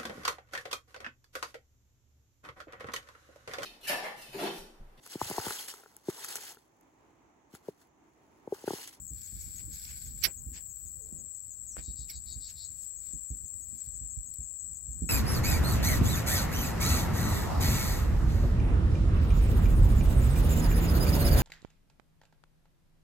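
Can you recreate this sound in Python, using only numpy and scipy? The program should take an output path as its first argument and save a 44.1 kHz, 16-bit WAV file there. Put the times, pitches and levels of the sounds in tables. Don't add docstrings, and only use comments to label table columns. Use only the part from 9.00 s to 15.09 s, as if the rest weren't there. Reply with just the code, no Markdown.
import sys
import numpy as np
from scipy import signal
from scipy.fft import rfft, irfft, next_fast_len
from scipy.io import wavfile
from scipy.ndimage import map_coordinates

SR = 44100
rng = np.random.default_rng(int(sys.argv[2]) if len(sys.argv) > 2 else 0)


def wav_record(signal):
    frames = np.transpose(np.atleast_2d(signal))
    bounded = np.clip(frames, -1, 1)
    quanta = np.round(bounded * 32767).astype(np.int16)
    wavfile.write(sys.argv[1], SR, quanta)


N = 268569

# (frequency [Hz], level [dB])
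WING_COLOUR = [(5800, -54), (6500, -34), (6850, -20.5), (7150, -13), (7400, -5.5), (7620, -0.5), (7820, 0),
               (8030, -10.5), (8200, -17.5), (8600, -38), (9400, -63.5)]
# (time [s], share of the turn [0-1])
PHONE_TURN = [(2.7, 0), (3.1, 0.93)]
# (start [s], length [s], level [dB], left minus right [dB])
LEAF_SLIDES = [(.17, .45, -54.5, -6.5), (0.733, 0.34, -49.5, -10.5), (1.18, 0.085, -54, -15.5),
               (3.266, 0.57, -65.5, -9), (4.036, 0.054, -60.5, -13.5), (4.748, 0.11, -61.5, -12)]
# (frequency [Hz], level [dB])
RUSTLE_COLOUR = [(300, -18.5), (1250, -21.5), (1550, -7), (2300, -10.5), (2900, -13), (3500, -5),
                 (5200, 0.5), (6600, -5.5), (8700, -31), (9600, -8), (11500, 3.5), (14000, 0), (16000, -5)]
# (peak time [s], level [dB], fade time [s],
# brightness [dB per octave], hollow ring [dB], left minus right [dB])
SCRAPE_EVENTS = [(.43, -50.5, .024, 10, 13, 0), (.6, -55, 0.012, -2, 1, -11),
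                 (.9, -50, .03, -1.5, 2, -23.5), (1.25, -18, .008, .5, 0.5, -20.5),
                 (1.568, -48, .018, -4, -4.5, -23), (2.15, -61, 0.081, -19.5, -10.5, -13),
                 (2.79, -46.5, 0.013, -9, -4, -20), (3.104, -37.5, .008, 5, 9, -12.5),
                 (3.501, -49, .013, .5, -9, -20), (3.83, -51.5, 0.041, 9, -24, -19)]
# (time [s], level [dB], brightness [dB per octave], left minus right [dB])
LEAF_FLICKS = [(0.215, -49.5, 4.5, -11.5), (0.796, -46, 5, -6), (.85, -40.5, 3.5, -19),
               (1.2384, -18, 4, -14), (5.339, -43, 10.5, -8.5)]
# (frequency [Hz], level [dB])
STROKE_COLOUR = [(250, -20), (600, -20.5), (1200, -16.5), (1700, -7), (2400, -4.5), (3800, -6.5),
                 (4500, -1), (5700, 0.5), (6700, -21.5), (8700, -20.5), (9700, -13.5), (11900, -4),
                 (13500, -15), (15500, -15)]
# (frequency [Hz], width [Hz], boost [dB])
CASE_RINGS = [(1530, 41, 4.5), (2223, 230, 5.5), (2405, 70, 4.5), (2675, 59, 3.5), (3440, 99, 1.5),
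              (4290, 38, 8.5), (4700, 19, 11), (5050, 27, 0), (5710, 64, 8.5), (10400, 83, 5.5),
              (11900, 120, 5), (12080, 170, 0)]
# (frequency [Hz], level [dB])
TAP_COLOUR = [(150, -14), (500, 5.5), (900, -6), (1440, 0.5), (2200, -12), (3000, -15.5), (3700, -25),
              (7000, -25.5), (11500, -12.5), (16000, -27.5)]
# (time [s], level [dB], knock compared with thud [dB], left minus right [dB])
FIRM_BUMPS = [(.109, -37.5, -5, -2.5), (.324, -41, -3.5, -2.5), (.68, -39, -2, -4),
              (1.062, -44, -10.5, 1.5), (1.252, -37.5, -11.5, -8.5), (1.465, -33.5, -7, -4.5),
              (1.517, -40, -1.5, -2.5), (2.125, -44.5, 8, -22), (2.778, -36.5, -1.5, -12),
              (2.881, -34, -3, -7), (2.989, -36, -7, -4.5), (3.359, -34.5, -6, -9),
              (4.135, -37.5, 1.5, -17), (4.305, -29.5, -7, -4.5), (4.73, -44, 3, -24),
              (4.871, -37.5, -13, -5.5), (5.013, -37, -7.5, -9.5), (5.17, -29.5, -14, -20),
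              (5.388, -35, -8, -2.5), (5.885, -33.5, -8, -6.5), (6.021, -25.5, 1, -7.5)]
# (frequency [Hz], level [dB])
THUD_COLOUR = [(20, -41.5), (35, -13), (50, 7), (65, 5.5), (90, -4.5), (140, -3.5), (250, -33), (450, -50),
               (1200, -77)]
# (frequency [Hz], level [dB])
KNOCK_COLOUR = [(40, -26), (110, 1), (170, 4.5), (260, -1), (380, -10.5), (600, -24.5), (1200, -51.5),
                (3000, -66.5)]
# (time [s], pitch [Hz], level [dB])
BIRD_WHISTLE = [(2.66, 7500, -56), (2.69, 7120, -43), (2.73, 5800, -54), (2.76, 5700, -65)]
# (start [s], length [s], level [dB])
BIRD_NOTES = [(2.8, .14, -55.5), (2.946, 0.12, -53), (3.085, .11, -51), (3.253, .112, -48),
              (3.394, .12, -48.5), (3.547, 0.13, -47.5)]
# (frequency [Hz], level [dB])
THROAT_COLOUR = [(2900, -45.5), (3450, -19), (3850, -4), (4270, -3), (4700, -1), (5150, -11.5), (5550, -10),
                 (6500, -30.5)]
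# (time [s], level [dB])
GRIP_LEVELS = [(0.0, -58.5), (0.75, -52), (1.34, -55), (1.71, -61), (2.05, -59), (2.36, -64.5), (3.07, -55),
               (3.88, -63.5), (5.17, -58.5), (5.53, -64.5), (5.68, -60.5), (6.09, -44.5)]
# (frequency [Hz], level [dB])
GRIP_COLOUR = [(20, -29), (40, -3.5), (58, 6), (100, -2), (180, -11.5), (300, -22.5), (600, -40.5),
               (1500, -45), (4000, -67.5)]
# (time [s], level [dB])
HISS_LEVELS = [(0, -59.5), (1.85, -58.5), (2.24, -64), (3.3, -64), (4.6, -62), (5.2, -65.5), (6.09, -63.5)]
# (frequency [Hz], level [dB])
HISS_COLOUR = [(3000, -42.5), (5500, -16.5), (9500, -25), (11000, -0.5), (12500, 6), (15700, 5.5)]
# (frequency [Hz], level [dB])
AIR_COLOUR = [(30, 7), (150, -6.5), (400, -11.5), (700, -15), (1300, -18), (1470, -15.5), (1650, -20.5),
              (3000, -36.5), (6000, -11.5), (16000, -30)]


def cricket_chorus(count=8, start_db=-42, rise_db_per_s=0.5667, waver_db=0.67):
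    t = clock()
    rasp = 0
    for strokes_per_s in rng.uniform(28, 95, count):
        rasp += noise_pair(0.19) * (1 + 0.35 * np.sin(2 * np.pi * (strokes_per_s * t + 0.26 * wobble(3))))
    left_db = start_db + rise_db_per_s * t + waver_db * wobble(7) - 5 * hump(3.53, .06)
    right_db = -61.5 + .6 * wobble(3.5)
    return coloured(rasp, WING_COLOUR) * amp([left_db, right_db])


def chirping(chirps, wing_hz, sag_hz, length, octave_db):
    progress = np.linspace(0, 1, int(length * SR))
    swell = signal.windows.tukey(len(progress), .45)
    sag = sag_hz * (progress ** 5 + 0.38 * (1 - progress) ** 5)
    song = np.zeros(N)
    for (s, db), drift_hz in zip(chirps, rng.normal(0, 4.9, len(chirps))):
        phase = phase_of(wing_hz + drift_hz - sag)
        tone = np.sin(phase) + amp(octave_db) * progress * np.sin(2 * phase)
        add(song, s - length * 0.41, amp(db) * swell * tone)
    return song


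def near_crickets(left_beat_s=.16218, right_beat_s=.1585):
    turn = np.transpose(PHONE_TURN)
    left_chirps = [(s + rng.normal(0, .002), -49 - np.interp(s, *turn) + rng.normal(0, 1.56))
                   for s in np.arange(.0862, N / SR, left_beat_s)]
    right_chirps = [(s, -59 - 6 * np.interp(s, *turn)) for s in np.arange(.09, N / SR, right_beat_s)]
    left = chirping(left_chirps, wing_hz=6759, sag_hz=240, length=0.043, octave_db=-13.5)
    right = chirping(right_chirps, wing_hz=7230, sag_hz=90, length=.03, octave_db=-2)
    return garden_echo(left, fade_s=0.11, echo_db=-17) * sides(0.99, -10) + right * sides(-1, 0.63)


def leaf_rustle(rise_s=.03, fall_s=.04, grain_db=2, patchy_db=1.5):
    t = clock()
    pressure = amp(-70) * sides(-9.5, 0)
    for s, length, db, pan_db in LEAF_SLIDES:
        swell = np.exp(np.minimum(t - s, 0) / rise_s - np.maximum(t - s - length, 0) / fall_s)
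        pressure = pressure + amp(db) * swell * sides(pan_db, 0)
    slips = unit(noise_pair(0.16) * amp(grain_db * wobble(900) + patchy_db * wobble(45)))
    return coloured(on_case(slips), RUSTLE_COLOUR) * pressure * amp(wobble(9))


def stroke(rise, fall, bright_db, hollow_db, hollow_hz=2280, width_hz=330):
    t = np.arange(SR // 2) / SR
    t = t - t.mean()
    noise = rng.standard_normal(len(t)) + .5 * rng.standard_normal((2, len(t)))
    grit = on_case(noise * amp(1.6 * wobble(900)[:len(t)]))
    grit = filtered(grit, lambda hz: amp(ring_db(hz, hollow_hz, width_hz, hollow_db)))
    from_peak = np.where(t < 0, t / rise, t / fall)
    swell = np.exp(1.16 * (1 - np.hypot(1, from_peak)))
    return swell * coloured(grit, STROKE_COLOUR, bright_db)


def leaf_scrapes(drag_db=-25):
    out = np.zeros((2, N))
    for s, db, fade, bright_db, hollow_db, pan_db in SCRAPE_EVENTS:
        catch = centred(s, stroke(0.91 * fade, fade, bright_db, hollow_db))
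        drag = centred(s + 2.9 * fade, stroke(2.18 * fade, 2.18 * fade, bright_db - 12, 0))
        out += amp(db) * (catch + amp(drag_db) * drag) * sides(pan_db, 0)
    return out


def leaf_flicks(rise_s=.0009, fall_s=.0039):
    out = np.zeros((2, N))
    for s, db, bright_db, pan_db in LEAF_FLICKS:
        out += amp(db) * centred(s, stroke(rise_s, fall_s, bright_db, hollow_db=-2)) * sides(pan_db, 0)
    return out


def twig_tap(s=2.768, db=-27):
    out = np.zeros((2, N))
    add(out, s, amp(db) * impulse(TAP_COLOUR) * sides(-12, 0))
    return out


def finger_bumps(scuff_s=.016, scuff_db=-12):
    out = np.zeros((2, N))
    thud, knock = impulse(THUD_COLOUR), impulse(KNOCK_COLOUR)
    age = np.arange(len(thud)) / SR / scuff_s
    for s, db, knock_db, pan_db in FIRM_BUMPS + light_touches():
        scuff = coloured(rng.standard_normal((2, len(age))), KNOCK_COLOUR) * age * np.exp(1 - age)
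        fingertip = np.hanning(3 + int(SR * 0.0026 * amp(-knock_db * .5)))
        hit = amp(3) * thud + amp(knock_db + 1) * knock
        push = signal.fftconvolve(hit, fingertip / fingertip.sum())[:len(thud)]
        bump = push + amp(knock_db + scuff_db) * scuff
        add(out, s - len(fingertip) / 2 / SR, amp(db) * bump * sides(pan_db, 0))
    return out


def light_touches(per_s=3, scatter_db=2, knock_db=-0.5, pan_db=-5.5):
    slots = np.arange(0, N / SR, 1 / per_s)
    shift, strength = rng.uniform(-0.8, 1, (len(slots), 2)).T
    times = np.clip(slots + shift / 2 / per_s, 0, N / SR)
    levels = np.interp(times, *np.transpose(GRIP_LEVELS)) + 6 + scatter_db * strength
    return [(s, db, knock_db, pan_db) for s, db in zip(times, levels)]


def bird(buzz_hz=427.5):
    t = clock()
    whistling = (t > BIRD_WHISTLE[0][0]) & (t < BIRD_WHISTLE[-1][0])
    glide = curve(BIRD_WHISTLE) * (1 + 0.033 * wobble(520))
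    call = whistling * amp(curve(BIRD_WHISTLE, column=2)) * np.sin(phase_of(glide))
    for s, length, db in BIRD_NOTES:
        size = int(length * SR)
        progress = np.linspace(0, 1, size)
        off_pitch = rng.normal(0, .012)
        arch = -rng.uniform(.16, .3) * (progress - .7) ** 2
        pitch = buzz_hz * (1 + off_pitch + arch + .008 * wobble(400)[:size])
        phase = phase_of(pitch)
        overtones = 0
        for k in range(7, 16):
            gain = amp(level_at(THROAT_COLOUR, k * pitch) + rng.normal(0, 2))
            overtones += gain * np.sin(k * phase + rng.uniform(0, 2 * np.pi))
        hoarse = unit(overtones) + amp(-4) * coloured(rng.standard_normal(size), THROAT_COLOUR)
        swell = amp(db - 7 + 1.6 * progress) * np.sqrt(np.hanning(size))
        add(call, s, swell * hoarse)
    return garden_echo(call, fade_s=.25, echo_db=-5)


def hand_rumble():
    lumps = unit(noise_pair(0.61) * amp(3.5 * wobble(22)))
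    return coloured(lumps, GRIP_COLOUR) * amp(curve(GRIP_LEVELS) + 3.5) * sides(-6, 3.4)


def low_tone(s=2.03, pitch_hz=448, sink_hz_per_s=820, fuzz_hz=25):
    pitch = pitch_hz - sink_hz_per_s * (clock() - s) + fuzz_hz * wobble(83)
    return amp(-60) * hump(s, .045) * np.sin(phase_of(pitch)) * sides(0.95, -15)


def garden_air():
    hiss = coloured(noise_pair(0.12), HISS_COLOUR) * amp(curve(HISS_LEVELS)) * sides(6.6, -2.5)
    return hiss + amp(-67) * coloured(noise_pair(0.1), AIR_COLOUR) * sides(-1.1, 1)


def garden_echo(x, fade_s, echo_db):
    t = np.arange(SR // 2) / SR
    tail = rng.standard_normal((2, len(t))) * amp(-60 * t / fade_s)
    echo = signal.fftconvolve(x[None], tail / np.linalg.norm(tail[0]), axes=1)[:, :N]
    return x + amp(echo_db) * echo


def on_case(x):
    return filtered(x, lambda hz: amp(sum(ring_db(hz, *ring) for ring in CASE_RINGS)))


def ring_db(hz, centre, width, db):
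    return db / (1 + (2 * (hz - centre) / width) ** 2)


def amp(db):
    return 10 ** (np.asarray(db) / 20)


def sides(left_db, right_db):
    return amp([[left_db], [right_db]])


def unit(x):
    return x / np.sqrt(np.mean(x ** 2) + 1e-20)


def clock():
    return np.arange(N) / SR


def phase_of(hz):
    return 2 * np.pi * np.cumsum(hz) / SR


def curve(rows, column=1):
    rows = np.array(rows)
    return np.interp(clock(), rows[:, 0], rows[:, column])


def hump(s, width):
    return np.exp(-((clock() - s) / width) ** 2)


def wobble(rate):
    return map_coordinates(rng.standard_normal(int(N * rate / SR) + 4), [clock() * rate])


def noise_pair(alike):
    return np.sqrt(alike) * rng.standard_normal(N) + np.sqrt(1 - alike) * rng.standard_normal((2, N))


def level_at(colour, hz):
    frequencies, levels = np.transpose(colour)
    return np.interp(np.log(hz + 1), np.log(frequencies + 1), levels)


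def filtered(x, response):
    size = x.shape[-1]
    padded = next_fast_len(size + 8192)
    return irfft(rfft(x, padded) * response(np.fft.rfftfreq(padded, 1 / SR)), padded)[..., :size]


def coloured(x, colour, tilt_db=0):
    def response(hz):
        return amp(level_at(colour, hz) + tilt_db * np.log2(np.maximum(hz, 500) / SR))
    return unit(filtered(x, response))


def impulse(colour, size=16384):
    cepstrum = irfft(np.log(amp(level_at(colour, np.fft.rfftfreq(size, 1 / SR)))))
    cepstrum[1:size // 2] *= 2
    cepstrum[size // 2 + 1:] = 0
    pulse = irfft(np.exp(rfft(cepstrum)))
    return pulse / np.abs(pulse).max()


def add(track, s, sound):
    start = max(round(s * SR), 0)
    room = track[..., start:start + sound.shape[-1]]
    room += sound[..., :room.shape[-1]]


def centred(s, sound):
    return np.pad(sound, ((0, 0), (round(s * SR), N)))[:, sound.shape[-1] // 2:][:, :N]


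def scene():
    outdoors = cricket_chorus() + near_crickets() + bird() + low_tone() + garden_air()
    fig_tree = leaf_rustle() + leaf_scrapes() + leaf_flicks() + twig_tap()
    return outdoors + fig_tree + finger_bumps() + hand_rumble()


def record(dry, top_hz=15780):
    return filtered(dry, lambda hz: hz < top_hz)


dry = scene()
out = record(dry)
wav_record(out)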